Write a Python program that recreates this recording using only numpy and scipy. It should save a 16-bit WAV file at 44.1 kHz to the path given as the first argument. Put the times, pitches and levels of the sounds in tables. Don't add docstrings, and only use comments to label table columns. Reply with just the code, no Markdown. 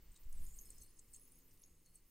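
import sys
import numpy as np
from scipy import signal
from scipy.fft import rfft, irfft
from scipy.io import wavfile
from scipy.ndimage import uniform_filter1d

SR = 44100
rng = np.random.default_rng(int(sys.argv[2]) if len(sys.argv) > 2 else 0)


def materialize(psi):
    bounded = np.clip(np.atleast_2d(psi).T, -1, 1)
    quanta = np.round(bounded * 32767).astype(np.int16)
    wavfile.write(sys.argv[1], SR, quanta)


N = 92610
TIME = np.arange(N) / SR
LEAD_S = .008
# (time [s], relative level [dB], pitch [Hz], decay [s], noise share [0-1])
POPS = [(.1195,-59,8450,.002,0.7), (0.144,-62,8700,0.0017,0), (0.438,-57,9300,0.0014,0.2),
        (.4464,-60,13300,0.0026,0.8), (.452,-54,12000,0.0029,0.4), (0.467,-55,7140,0.0027,0.2),
        (.512,-57,7200,0.0024,0.2), (0.568,-54.5,8900,0.0049,0.5), (0.5886,-45.5,6750,.0017,.5),
        (0.5911,-46,6370,0.002,0), (.613,-53,12000,0.0021,0.1), (0.656,-51,8400,0.0023,0.3),
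        (0.663,-57.5,12000,.002,0.5), (0.7048,-46,8230,0.0015,0.45), (.7467,-56,8300,0.0019,0.3),
        (.783,-56.5,8370,0.0035,0.4), (.819,-52.5,6270,0.0031,0), (0.822,-50.5,8000,0.0031,0),
        (0.8347,-53.5,12400,.0017,0.4), (.9045,-61.5,10150,.003,.4), (0.992,-54,6500,0.0019,0.14),
        (0.9939,-51,7950,0.0019,0.5), (1.0435,-63.5,8400,0.0015,.6), (1.1365,-56,10300,.002,0.1),
        (1.138,-46.5,8230,.0017,0.4), (1.145,-54,6500,0.0041,0.02), (1.147,-48.5,7420,0.0035,0.06),
        (1.1623,-51.5,8250,.0015,0), (1.163,-48,8500,0.0026,0.24), (1.186,-72,8700,0.0027,0.6),
        (1.2538,-57.5,10300,.003,0.4), (1.278,-56.5,14500,0.0021,0.6), (1.3207,-55,8830,0.0019,0),
        (1.333,-61,10300,0.0044,0.34), (1.357,-57.5,10600,0.0018,0.5), (1.3765,-64,12100,0.0014,.8),
        (1.3878,-59,12050,.002,.5), (1.6203,-53.5,10940,0.0022,0.1), (1.638,-53.5,6570,0.0036,0.19),
        (1.641,-62,6640,0.0024,0), (1.6618,-59.5,11000,0.0019,0), (1.8615,-58.5,6590,0.0011,0.34),
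        (1.8612,-68,9600,0.0011,0.4), (1.8667,-66,9600,0.0018,0.2), (1.9432,-63,10850,.0015,.5),
        (1.9472,-58.5,10700,0.0015,0.3), (1.9503,-62,10900,0.0015,0.5), (1.9568,-50,8400,0.0034,0),
        (1.9612,-70,10800,.0015,.5)]


def from_db(db):
    return 10 ** (np.asarray(db) / 20)


def rms_one(x):
    return x / np.sqrt(np.mean(x ** 2) + 1e-30)


def level(points):
    return from_db(np.interp(TIME, *np.transpose(points)))


def at_hz(spectrum, hz):
    freqs, db = np.transpose(spectrum)
    return np.interp(np.log(np.maximum(hz, 1)), np.log(freqs), db)


def coloured(x, spectrum):
    freqs = np.arange(N // 2 + 1) * SR / N
    return irfft(rfft(x) * from_db(at_hz(spectrum, freqs)), N)


def resonate(x, hz, width_hz, stages=1):
    r = np.exp(-np.pi * width_hz / SR)
    feed = np.array([1, 0, -1]) * (1 - r * r) / 2
    for _ in range(stages):
        x = signal.lfilter(feed, [1, -2 * r * np.cos(2 * np.pi * hz / SR), r * r], x + 1e-18)
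    return x


def above(x, hz, order=4):
    return rms_one(signal.sosfilt(signal.butter(order, hz, "high", fs=SR, output="sos"), x))


def band(x, hz, octaves):
    edges = np.minimum(hz * 2 ** (np.array([-.5, .5]) * octaves), SR / 2 - 1000)
    sos = signal.butter(2, edges, "band", fs=SR, output="sos")
    return rms_one(signal.sosfilt(sos, signal.sosfilt(sos, x)))


def evened(x, samples):
    return x / np.sqrt(uniform_filter1d(x * x, samples) + 1e-20)


def wander(span_s):
    knots = np.arange(0, 3, span_s)
    return np.interp(TIME, knots, rng.standard_normal(len(knots)))


def burst(t, attack_s, decay_s):
    onset = np.sin(np.pi / 2 * np.minimum(t / attack_s, 1)) ** 2
    return onset * np.exp(-np.maximum(t - attack_s, 0) / decay_s)


def spike(t, attack_s, decay_s):
    return np.exp(np.minimum(t / attack_s, -t / decay_s))


def add(out, s, sound):
    i = int(s * SR)
    out[i:i + len(sound)] += sound[:N - i]


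def handling():
    # (time [s], level [dB])
    rumble_level = [(0,-64.5), (.05,-66.5), (.1,-55.5), (.18,-70.5), (.22,-64.5), (.33,-58), (.38,-52),
                    (.46,-49.5), (.515,-53.5), (.555,-59), (.59,-57.5), (.63,-76), (.68,-58.5), (.75,-65.5),
                    (.81,-58.5), (.88,-70.5), (1,-73.5), (1.08,-64.5), (1.15,-74.5), (1.5,-74), (1.7,-78),
                    (2.1,-73.5)]
    # (frequency [Hz], gain [dB])
    rumble_colour = [(18, 4), (30, 0), (48, -5.5), (65, -16), (85, -21.5), (130, -28), (250, -40.5),
                     (600, -56.5)]
    # (time [s], level [dB], pitch [Hz])
    knock_events = [(.252,-41.5,30.4), (0.398,-45.5,38.4), (0.495,-60,48.2), (0.8,-67,42.4),
                    (1.705,-63.5,67)]
    # (time [s], level [dB])
    sway_level = [(0, -67.5), (.2, -59), (.3, -43.5), (.44, -37), (.54, -53.5), (.7, -64.5), (1.2, -65),
                  (2.1, -71.5)]
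    knocks, t = np.zeros(N), TIME[:SR // 4]
    for s, db, hz in knock_events:
        envelope = from_db(db) * burst(t, attack_s=.014, decay_s=.011)
        add(knocks, s, envelope * np.sin(2 * np.pi * hz * t))
    rumble = above(coloured(rng.standard_normal(N), rumble_colour), hz=20, order=2)
    sway = resonate(rng.standard_normal(N + SR), hz=10.55, width_hz=4.53, stages=2)[SR:]
    return knocks + level(rumble_level) * evened(rumble, 2600) + level(sway_level) * evened(sway, 6000)


def room():
    # (time [s], level [dB])
    air_level = [(0, -75), (.5, -75), (.75, -75), (.95, -77.5), (1.5, -77), (1.75, -80), (2.1, -80)]
    # (frequency [Hz], gain [dB])
    air_colour = [(500, 0), (750, 2), (1150, 5), (1500, 0), (2050, 5), (2450, 2), (2900, 4), (3350, -1),
                  (4500, 0.5), (8000, -1.5), (12000, -9.5), (15500, -1.5)]
    # (frequency [Hz], side gain [dB])
    air_width = [(1500, -70), (2600, -21), (5000, -3), (14000, -2.5)]
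    # (time [s], level [dB])
    tone_level = [(0, -73), (.35, -75.5), (.7, -69.5), (.95, -75), (1.5, -72.5), (2.1, -78.5)]
    # (frequency [Hz], gain [dB])
    tone_colour = [(25, 9.5), (60, -6.5), (100, 3), (125, -4), (170, -5), (215, -6), (320, -5), (400, -8),
                   (500, -8), (600, -20), (1000, -47)]
    # (frequency [Hz], level [dB])
    hum_bands = [(101, -86), (165, -85), (254, -88), (333, -93.5)]
    mid, side, low = rng.standard_normal((3, N))
    air = rms_one(coloured(mid + coloured(side, air_width) * [[1], [-1]], air_colour))
    tone = rms_one(coloured(low, tone_colour))
    hum = sum(from_db(db) * rms_one(resonate(rng.standard_normal(N + SR), hz, width_hz=7.6)[SR:])
              for hz, db in hum_bands)
    return level(air_level) * air + level(tone_level) * tone + hum


def small_bubbles(colour, per_s, side_db, pitches):
    t60_cycles, spurt_db = 62, 5
    born = np.flatnonzero(rng.random(N) < per_s / SR)
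    count = len(born)
    sizes = from_db(np.minimum(rng.exponential(1, count), 5)) * rng.choice([-1, 1], count)
    pan = 1 + from_db(side_db) * rng.standard_normal(count) * [[1], [-1]]
    pitch_index = rng.integers(0, pitches, count)
    spurts = [from_db(spurt_db * wander(span_s=.027)[born]) for _ in range(pitches // 4)]
    out = np.zeros((2, N))
    for k, hz in enumerate(np.linspace(colour[0][0], colour[-1][0], pitches)):
        clicks = np.zeros((2, N))
        clicks[:, born] = sizes * spurts[k // 4] * (pitch_index == k) * pan
        width_hz = np.log(1000) / np.pi * hz / t60_cycles
        ringing = resonate(clicks, hz, width_hz)
        out += from_db(at_hz(colour, hz)) * resonate(ringing, hz, 5.1 * width_hz)
    return rms_one(out)


def spray():
    # (time [s], level [dB])
    spray_level = [(0, -77), (.22, -75), (.36, -80), (.6, -77.5), (.95, -78), (1.28, -77.5), (1.5, -75.5),
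                   (1.75, -87.5), (2.1, -79)]
    # (pitch [Hz], gain [dB])
    colour = [(12400, -10.5), (12950, -4), (13750, 0), (14400, 4.5), (15700, -4)]
    bubbles = small_bubbles(colour, per_s=2200, side_db=-4.5, pitches=12)
    return level(spray_level) * above(bubbles, hz=12600)


def fizz():
    # (time [s], relative level [dB])
    fizz_level = [(0, -83), (.12, -73.5), (.28, -71.5), (.4, -66), (.5, -63), (.62, -64.5), (.8, -63),
                  (.92, -65), (1.04, -71), (1.11, -65), (1.21, -64), (1.35, -72), (1.47, -75), (1.66, -76),
                  (1.8, -75.5), (2.1, -70.5)]
    # (pitch [Hz], gain [dB])
    colour = [(4000, 2.5), (5700, 0), (6400, -2), (8400, 1), (10300, -2), (13000, 6.5), (15500, 1.5)]
    fizz_db, flurry_db, flurry_s = -8.5, -21, .0064
    steady_power = (level(fizz_level) * from_db(fizz_db)) ** 2
    flurry_power = sum(from_db(db + flurry_db) ** 2 * np.exp(-abs(TIME - s) / flurry_s)
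                       for s, db, *_ in POPS)
    bubbles = small_bubbles(colour, per_s=3400, side_db=-5, pitches=56)
    return np.sqrt(steady_power + flurry_power) * standing_waves(bubbles)


def standing_waves(x):
    # (frequency [Hz], width [Hz], gain from afar [dB], gain close by [dB])
    waves = [(4300,160,-23,-8.5), (5170,500,-21,-4), (6500,500,-7,2), (7200,130,-3.5,-9.5),
             (7670,780,-3,-11.5), (8400,310,0,0), (8580,240,7,3.5), (9600,230,-10.5,-5.5),
             (10260,810,-10.5,2), (11160,280,-26.5,-11), (13770,700,-24.5,-13.5)]
    # (time [s], nearness [0-1])
    approach = [(.3, 0.17), (.65, 0.99)]
    near = np.interp(TIME, *np.transpose(approach))
    out = from_db(-18) * x
    for hz, width_hz, far_db, near_db in waves:
        wave = signal.hilbert(resonate(x, hz, width_hz, stages=2))
        drift_hz = .004 * hz * wander(span_s=.15)
        shifted = np.real(wave * np.exp(2j * np.pi * np.cumsum(drift_hz) / SR))
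        out += from_db(far_db + near * (near_db - far_db)) * shifted
    return rms_one(out)


def snaps():
    # (time [s], relative level [dB], centre [Hz], width [octaves], decay [s])
    films = [(0.118,-68,7440,0.56,0.0023), (.162,-61.5,7560,0.77,0.0025), (.162,-69,3670,.8,.004),
             (0.1662,-68,6800,1.0,0.0041), (0.1747,-66,8100,0.43,.003), (0.235,-75,5700,1.0,.004),
             (0.3276,-55,8500,.9,0.0025), (0.7017,-65,8600,1.1,0.004), (0.815,-60.5,9800,0.52,.0035),
             (0.826,-65,9700,0.67,0.0043), (0.9947,-67,7200,1.2,0.0028), (1.148,-75.5,3580,1.1,0.0074),
             (1.511,-74.5,6000,0.64,0.0072), (1.52,-80,6130,.9,0.0036), (1.531,-75,5160,0.65,0.0018),
             (1.574,-74,6700,2.1,0.0052), (1.634,-76,3750,1.5,0.0055), (1.862,-78,4280,1.8,0.0024),
             (1.87,-76,4230,1.6,.002), (1.959,-66,9000,0.44,0.0018)]
    out, t = np.zeros(N), TIME[:SR // 12] - LEAD_S
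    for s, db, hz, octaves, decay_s in films:
        snap = spike(t, .00068, decay_s) * band(rng.standard_normal(len(t)), hz, octaves)
        add(out, s - LEAD_S, from_db(db + 1) * (snap + splatter(t, hz)))
    return out


def pops():
    rise_per_s = 2.4
    out, t = np.zeros(N), TIME[:SR // 12] - LEAD_S
    for s, db, hz, decay_s, rough in POPS:
        ping = np.sin(2 * np.pi * hz * (t + rise_per_s * t ** 2 / 2))
        noise = band(rng.standard_normal(len(t)), hz, octaves=.26)
        tone = np.sqrt(1 - rough) * ping + np.sqrt(rough / 2) * noise
        pop = spike(t, .00045, decay_s) * tone
        add(out, s - LEAD_S, from_db(db - 1.5) * (pop + splatter(t, hz)))
    return out


def splatter(t, hz):
    per_s = 1100
    droplets = rng.standard_normal(len(t)) * (rng.random(len(t)) < per_s / SR)
    envelope = from_db(-18) * spike(t, attack_s=.0058, decay_s=.014)
    return envelope * band(droplets + 1e-18, hz, octaves=.22)


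def tub(water):
    # (frequency [Hz], relative gain [dB], t60 [s])
    modes = [(4290, 3.5, 0.11), (5210, -1.5, 0.071), (6500, -6, 0.077), (7260, -13.5, 0.13),
             (6300, -15, 0.059), (7700, 2, 0.26), (7200, 6.5, 0.17), (7930, -12, 0.064), (8250, -6, 0.27),
             (8310, -19, 0.016), (9200, -13, 0.082), (9600, -2.5, 0.03), (10900, -3, 0.17)]
    modes_db, echo_db, side_db, echo_t60_s = -2, -13, -7.5, .08
    ringing = sum(from_db(db) * resonate(water, hz, np.log(1000) / np.pi / t60) for hz, db, t60 in modes)
    t = TIME[:SR // 4]
    decay = np.exp(-np.log(1000) * t / echo_t60_s) * (t > .002)
    mid, side = rng.standard_normal((2, len(t))) * decay
    tail = (mid + from_db(side_db) * side * [[1], [-1]]) / np.sqrt(np.sum(mid ** 2))
    echo = signal.fftconvolve(water, tail, axes=1)[:, :N]
    return from_db(modes_db) * ringing + from_db(echo_db) * echo


def tub_notes():
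    # (time [s], relative level [dB], pitch [Hz], decay [s])
    notes = [(.143, -75, 3860, 0.014), (.45, -70, 6990, 0.17), (.45, -77.5, 5040, 0.019),
             (.595, -66.5, 6520, 0.035), (.648, -76, 5210, 0.09), (.67, -78, 4290, 0.04),
             (.8, -73.5, 4290, 0.049), (.33, -68.5, 10900, 0.0088), (.41, -75, 9600, 0.056),
             (1.575, -73, 9870, 0.022), (1.835, -84, 9700, 0.026), (1.128, -76, 4300, 0.0092),
             (1.328, -75.5, 6580, 0.051), (1.62, -77, 4320, 0.0056), (1.62, -76, 5600, 0.011),
             (1.648, -78, 6610, 0.13), (1.956, -81, 4360, 0.015), (1.845, -77.5, 4335, 0.039)]
    out, t = np.zeros(N), TIME[:SR // 2]
    for s, db, hz, decay_s in notes:
        note = rms_one(resonate(rng.standard_normal(len(t)), hz, width_hz=160, stages=2))
        add(out, s, from_db(db - 1.5) * burst(t, .02, decay_s) * evened(note, 1500))
    return out


def sizzle():
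    # (time [s], level [dB])
    sizzle_level = [(0, -91.5), (.28, -81.5), (.36, -73.5), (.45, -68), (.6, -67.5), (.72, -71.5),
                    (.84, -80.5), (.92, -87.5), (1.25, -78.5), (1.55, -78), (1.75, -82), (2.1, -85)]
    # (pitch [Hz], gain [dB])
    colour = [(6500, -5.5), (8000, 3), (9600, 0.5), (11000, -1.5), (12000, 5), (12700, -12), (13300, -1),
              (15000, -1.5)]
    bubbles = small_bubbles(colour, per_s=5600, side_db=-6, pitches=36)
    return level(sizzle_level) * above(bubbles, hz=5820)


def scene():
    water = spray() + fizz() + snaps() + pops() + sizzle()
    return handling() + room() + water + tub(water) + tub_notes()


def record(dry):
    return signal.sosfilt(signal.ellip(12, .1, 70, 15800, fs=SR, output="sos"), dry)


dry = scene()
out = record(dry)
materialize(out)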